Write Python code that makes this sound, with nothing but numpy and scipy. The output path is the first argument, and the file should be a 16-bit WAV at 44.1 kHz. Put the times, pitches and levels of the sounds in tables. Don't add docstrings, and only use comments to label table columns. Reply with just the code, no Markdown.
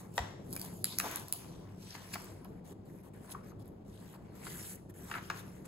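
import sys
import numpy as np
from scipy import signal
from scipy.fft import rfft, irfft, next_fast_len
from scipy.io import wavfile
from scipy.ndimage import uniform_filter1d, map_coordinates

SR = 44100
rng = np.random.default_rng(int(sys.argv[2]) if len(sys.argv) > 2 else 0)


def materialize(psi):
    bounded = np.clip(np.atleast_2d(psi).T, -1, 1)
    quanta = np.round(bounded * 32767).astype(np.int16)
    wavfile.write(sys.argv[1], SR, quanta)


N = 250047

# pitch_hz, likeness (1 = same)
HUM_LIKENESS = [(25, 0.94), (60, 1), (200, 0.89), (330, 0.78), (600, 0.073), (1500, 0.1), (4000, 0.059)]
# pitch_hz, likeness (1 = same)
BOOK_LIKENESS = [(600, 1), (1500, 0.75), (2500, 0.21), (5000, 0.21)]


def amp(db):
    return 10 ** (np.asarray(db) / 20)


def unit(x):
    return x / np.sqrt(np.mean(x ** 2) + 1e-20)


def along(points, hz):
    point_hz, values = np.transpose(points)
    return np.interp(np.log(hz + 1), np.log(point_hz + 1), values)


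def between(points, x):
    return np.interp(x, *np.transpose(points))


def spectrum(points):
    return lambda f: amp(along(points, f))


def curves(rows):
    start_s, *columns = np.transpose(rows)
    t = np.arange(N) / SR
    return [np.interp(t, start_s, column, left=-150, right=-150) for column in columns]


def wobble(rate):
    knots = rng.standard_normal(int(N * rate / SR) + 4)
    return map_coordinates(knots, [np.arange(N) * rate / SR])


def filtered(x, response):
    size = next_fast_len(x.shape[-1] + 4096)
    shaped = rfft(x, size) * response(np.fft.rfftfreq(size, 1 / SR))
    return irfft(shaped, size)[..., :x.shape[-1]]


def resonances(modes):
    def response(f):
        total = 0
        for k, (centre, width, db) in enumerate(modes):
            damping = 1j * f * width
            total = total + (-1) ** k * amp(db) * damping / (centre * centre - f * f + damping)
        return total
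    return response


def rush(colour, alike, patchy_db, grain_db):
    z = signal.stft(rng.standard_normal((2, N)), nperseg=256)[2]
    field = uniform_filter1d(rng.standard_normal(z.shape[1:]), size=6, axis=0)
    field = uniform_filter1d(field, size=20, axis=1)
    pair = signal.istft(z * amp(patchy_db * unit(field)), nperseg=256)[1][:, :N]
    pair = pair * amp(grain_db * wobble(350))

    def mid_and_side(hz):
        angle = np.arccos(np.clip(along(alike, hz), -1, 1)) / 2
        return colour(hz) * np.array([np.cos(angle), np.sin(angle)])
    mid, side = filtered(pair, mid_and_side)
    return unit(np.array([mid + side, mid - side]))


def stroke(s, length, db, swell_db, edge=0.015):
    t = np.arange(N) / SR - s
    gate = np.clip(t / edge + .5, 0, 1) * np.clip((length - t) / edge + .5, 0, 1)
    return gate ** 2 * amp(db + swell_db * (np.clip(t / length, 0, 1) - .5))


def add(track, s, sound):
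    part = track[:, round(s * SR):][:, :sound.shape[1]]
    part += sound[:, :part.shape[1]]


def tail(colour):
    # pitch_hz, t60_s
    room_decay = [(300, 0.85), (1500, 0.5), (5000, 0.72), (14000, 0.35)]
    hz, t, z = signal.stft(rng.standard_normal((2, SR // 2)), SR, nperseg=256)
    z = z * amp(-60 * t / along(room_decay, hz)[:, None])
    energy = np.linalg.norm(signal.istft(z[0], SR, nperseg=256)[1])
    coloured = signal.istft(z * colour(hz)[:, None], SR, nperseg=256)[1]
    return np.pad(coloured / energy, ((0, 0), (300, 0)))


def bounced(x):
    # delay_s, level_db
    bounces = [(.0084, -14), (.0114, -11)]
    copies = 0
    for delay_s, db in bounces:
        late = np.pad(x, [(0, 0), (round(delay_s * SR), 0)])
        copies = copies + amp(db) * late[:, :x.shape[1]]
    return x + copies


def roomy(x, wet_db):
    power = uniform_filter1d(np.abs(rfft(x, 4096)) ** 2, size=40)
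    bins = np.fft.rfftfreq(4096, 1 / SR)
    wet = tail(lambda hz: np.sqrt(np.abs(np.interp(hz, bins, power))))
    direct = np.pad([x, x], [(0, 0), (0, wet.shape[1] - len(x))])
    return amp(wet_db) * wet + bounced(direct)


def hum():
    # pitch_hz, level_db (per Hz)
    hum_colour = [(15, -46), (25, -15.5), (48, -11), (76, -9), (185, -1.5), (217, -8), (354, -8),
                  (451, -12), (714, -19), (950, -25.5), (1700, -41), (3000, -52), (6200, -63), (10000, -57),
                  (15800, -68), (16100, -100)]
    # pitch_hz, width_hz, level_db
    drone_bands = [(102.14, 5.6, -58), (188.3, 16, -60)]
    drones = 0
    for hz, width, db in drone_bands:
        band = rush(resonances([(hz, width, 0)]), HUM_LIKENESS, patchy_db=0, grain_db=2)
        drones = drones + amp(db) * band
    level = amp(-51 + 1.67 * wobble(3.126))
    return drones + level * rush(spectrum(hum_colour), HUM_LIKENESS, patchy_db=1.21, grain_db=-1.5)


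def rubbing():
    # pitch_hz, level_db (per Hz)
    hiss_colour, swish_colour = [(4000, -43.5), (6000, -9.5), (7800, -1.5), (9000, -1), (10300, -2.5),
                                 (12500, -1.5), (15700, -13.5), (16000, -58.5)], [(1500, -29.5), (2500, -4.5), (3600, -2.5), (4800, -4.5),
                                               (6200, -5), (9000, -35)]
    # pitch_hz, width_hz, level_db
    slack_modes, taut_modes = [(1000, 280, 0), (635, 140, -5)], [(1400, 850, 0), (2195, 900, -1.5)]
    # start_s, finger_hiss_db, sheet_bending_db
    moves = [
        [(0, -56, -54.5), (.09, -74.5, -73), (.17, -55.5, -65), (.2, -70, -56), (.4, -82, -69),
         (.52, -57.5, -67), (.64, -54, -58.5), (.72, -59, -56), (.83, -63, -90)],
        [(.855, -55.5, -66), (.97, -59.5, -60.5), (1.03, -56, -52), (1.06, -51.5, -44), (1.17, -54.5, -48.5),
         (1.21, -62.5, -58), (1.31, -69, -63), (1.35, -60, -59), (1.5, -70, -63.5), (1.75, -76, -64.5)],
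        [(1.75, -76, -74), (1.846, -61.5, -66.5), (1.97, -60.5, -58), (2.054, -61.5, -60.5),
         (2.114, -57, -59.5), (2.222, -59.5, -57), (2.408, -73.5, -66), (2.6, -83, -73.5)],
        [(3.135, -69, -64.5), (3.2, -70, -70), (3.29, -62.5, -58.5), (3.325, -44.5, -61), (3.345, -67, -55),
         (3.42, -83, -73.5)],
        [(3.85, -80, -76), (3.89, -71.5, -76), (4.05, -65, -66.5), (4.16, -68, -61.5), (4.18, -83, -73)],
        [(4.18, -79.5, -68), (4.3, -83, -66), (4.36, -64, -64), (4.43, -62.5, -57.5), (4.45, -52.5, -54),
         (4.76, -54, -67), (4.775, -83, -66), (4.8, -66, -66)],
        [(4.94, -66.5, -69), (5.05, -60, -63), (5.12, -53, -54), (5.2, -60.5, -66), (5.33, -63.5, -68),
         (5.395, -51.5, -53), (5.42, -65, -65), (5.66, -72.5, -69.5)],
    ]
    # start_s, length_s, finger_hiss_db, sheet_bending_db
    slides = [(1.944, 0.02, -59, -54), (2.13, 0.022, -47.5, -63), (2.643, 0.092, -64.5, -69),
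              (2.849, 0.17, -71.5, -71), (3.029, 0.067, -69.5, -68.5), (3.43, 0.093, -68, -64),
              (3.589, 0.044, -70.5, -83), (3.642, 0.052, -76, -71.5), (4.891, 0.022, -61.5, -64.5),
              (5.131, 0.061, -73, -46), (5.647, 0.022, -59.5, -58)]
    # start_s, swish_over_hiss_db, tautness (0-1)
    sheet = [(0, -4.5, 0.17), (.82, -11.5, 0.13), (.86, 5.5, 0), (1.1, -1, 0.25), (1.4, 4, 0),
             (2.0, 1.5, 0.42), (2.3, -4.5, 0.25), (2.9, -9.5, .25), (3.3, -8, 0.5), (3.6, -4, 0.24),
             (4.3, -2.5, 0.16), (4.5, -7, 0.87), (5.0, -7.5, 0.87), (5.2, -1.5, 0.68), (5.67, -4.5, 0.85)]
    # length_s, level_db, swell_db
    thumb_stroke = (0.3, -53.5, 8.2)
    # pitch_hz, width_hz, level_db
    edge_modes = [(7770, 1200, -5), (10100, 360, 3), (11940, 530, -3)]

    gains = sum(amp(curves(move)) for move in moves)
    for s, length, hiss_db, bend_db in slides:
        gains = gains + np.outer(amp([hiss_db, bend_db]), stroke(s, length, 0, swell_db=1))
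    hiss, bend = gains
    swish_db, taut = curves(sheet)
    taut = np.clip(taut, 0, 1)

    layers = [(hiss, spectrum(hiss_colour), 2),
              (hiss * amp(swish_db), spectrum(swish_colour), 2.5),
              (bend * np.sqrt(1 - taut), resonances(slack_modes), 3),
              (bend * np.sqrt(taut), resonances(taut_modes), 3)]
    paper = 0
    for gain, colour, grain_db in layers:
        paper = paper + gain * rush(colour, BOOK_LIKENESS, patchy_db=3.0, grain_db=grain_db)
    edge_noise = rush(resonances(edge_modes), BOOK_LIKENESS, patchy_db=-0.5, grain_db=0.0)
    thumb = stroke(4.44, *thumb_stroke) * edge_noise
    near = amp(0.87 * wobble(40)) * paper + thumb
    wet = signal.fftconvolve(near, tail(np.ones_like), axes=1)[:, :N]
    return near + amp(-16.5) * wet


def cover_swing():
    # pitch_hz, width_hz, level_db
    swing_stroke, air_modes = (0.25, -49.5, -0.5), [(45, 25, -11), (295, 390, -3)]
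    air = rush(resonances(air_modes), HUM_LIKENESS, patchy_db=3, grain_db=0.5)
    return stroke(1.0, *swing_stroke, edge=0.046) * air


def table_thud():
    # level_db, pitch_hz, t60_s
    db, hz, t60 = (-27.5, 69.5, 0.12)
    t = np.arange(SR // 4) / SR
    tone = amp(db - 60 * t / t60) * np.sin(2 * np.pi * hz * t)
    return tone * (1 - np.exp(-t / 0.0084)) * np.ones((2, 1))


def flaps():
    # start_s, body_peak_db, pitch_hz, treble_db (over the body)
    pops = [(0.1789, -19.5, 725, -2), (0.1845, -31.5, 700, -25), (0.5635, -41, 910, -0.5),
            (0.8433, -31, 1570, 3), (0.9999, -23, 1050, -3.5), (1.3273, -47.5, 1060, 11),
            (2.1366, -33, 1890, -6), (2.1556, -31.5, 900, -9), (2.4472, -51, 1200, -5),
            (2.4528, -45, 810, -22.5), (3.3473, -35, 1088, -35.5), (3.519, -49.5, 1014, -24),
            (4.4673, -36, 1140, -8.5), (5.1133, -29, 1300, -11.5), (5.139, -32.5, 1530, -17),
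            (5.1521, -31.5, 1280, -36), (5.182, -34, 1150, -14), (5.2999, -24.5, 1034, -7)]
    # treble_db, t60_s
    ring = [(-4, 0.031), (-3.5, 0.014)]
    # treble_db, width over pitch (ratio)
    breadth = [(-34.5, 0.28), (-8, 0.76)]
    edge_response = resonances([(2420, 900, -1), (4400, 2600, 0)])
    out = np.zeros((2, N))
    t = np.arange(4096) / SR
    rise = 1 - np.exp(-t / 0.00025)
    for s, db, hz, treble_db in pops:
        t60 = between(ring, treble_db)
        mode = resonances([(hz, between(breadth, treble_db) * hz, 0),
                           (2.654 * hz, 0.54 * hz, 0.95 * treble_db)])
        puff = rng.standard_normal(len(t)) * amp(-60 * t / t60) * rise
        body = filtered(puff, lambda f: mode(f) ** 2)
        short_puff = rng.standard_normal(len(t)) * amp(-60 * t / (0.95 * t60)) * rise
        edge = filtered(short_puff, edge_response)
        pop = body / np.abs(body).max() + amp(treble_db) * edge / np.abs(edge).max()
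        add(out, s, roomy(amp(db) * pop, wet_db=-7.5))
    add(out, pops[0][0] + 0.0203, table_thud())
    return out


def spine():
    # start_s, level_db
    tear = [(0.5, -83), (0.61, -83), (0.734, -85), (0.894, -59), (1.018, -63), (1.258, -68.5), (1.386, -66),
            (1.45, -77.5)]
    # pitch_hz, width_hz, level_db
    spine_modes = [(1460, 760, -14), (4750, 630, 0.5), (7150, 3900, -6), (10150, 2000, 2.5),
                   (13220, 2400, -1)]
    # start_s, peak_db, low_modes_db
    cracks = [(0.507, -42, -13), (0.528, -25.5, -3.5), (0.534, -31, -6.5), (0.554, -32, -4),
              (0.564, -24, -3), (0.596, -31.5, -3), (0.615, -26.5, 0.5), (0.649, -31, -2.5),
              (0.843, -12, 3), (0.986, -13, -0.5), (0.999, -20, -8), (1.083, -36, -5), (1.113, -30, -8),
              (1.132, -37, -8.5), (1.159, -17.5, -10), (1.197, -34, -2), (1.283, -34, -2), (1.325, -14, -5),
              (2.143, -25.5, 10), (2.244, -40, -4), (2.446, -39.5, -7), (2.986, -57, -3),
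              (3.658, -48, -25.5), (3.679, -47.5, -25), (5.173, -48, -5)]
    crack_t60_s = 0.0052
    body = resonances(spine_modes)
    out = amp(curves(tear)[0]) * rush(body, BOOK_LIKENESS, patchy_db=-4.5, grain_db=-2)
    t = np.arange(1024) / SR
    envelope = amp(-60 * t / crack_t60_s) * (1 - np.exp(-t / .0004))
    for s, db, low_db in cracks:
        burst = rng.standard_normal(len(t)) * envelope
        tilt = lambda f: 1 + (amp(low_db) - 1) / (1 + (f / 6500) ** 6)
        crack = filtered(burst, lambda f: body(f) * tilt(f))
        add(out, s, roomy(amp(db) * crack / np.abs(crack).max(), wet_db=-9))
    return out


def scene():
    return hum() + rubbing() + cover_swing() + flaps() + spine()


def record(dry):
    # pitch_hz, left_minus_right_db
    lean = [(100, 0.7), (500, 2), (1800, 3.5), (4500, 3), (6000, 1)]
    # pitch_hz, lead_rad
    treble_lead = [(4500, 1), (5400, 3.2), (6900, 6.3), (9130, 9.43), (11250, 12.57), (13500, 15.7),
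                   (15500, 18.8), (17500, 21.9)]
    # pitch_hz, left_lead_rad
    skew = [(600, 0), *[(1400, -1.2), (2000, 0.68), (2500, 1.28), (3300, 1.85), (3800, 0.79), (4600, -1.6)]]
    one_port_hz, top_hz = 6120, 16700
    share = lambda f: 1 / (1 + (one_port_hz / (f + 1)) ** 12)

    def right_port(f):
        gain = amp(-along(lean, f) / 2) * np.sqrt(1 - share(f))
        return gain * np.exp(-1j * along(skew, f))

    def shared_treble(f):
        return np.sqrt(share(f)) * np.exp(1j * between(treble_lead, f))

    left = filtered(dry[0], lambda f: amp(along(lean, f) / 2))
    own = filtered(dry[1], right_port)
    fed = filtered(np.pad(left, (64, 0)), shared_treble)[64:]
    top_fade = lambda f: (f < top_hz) * amp(np.interp(f, [15700, 16100], [0, -8]))
    return filtered(np.array([left, own + fed]), top_fade)


dry = scene()
out = record(dry)
materialize(out)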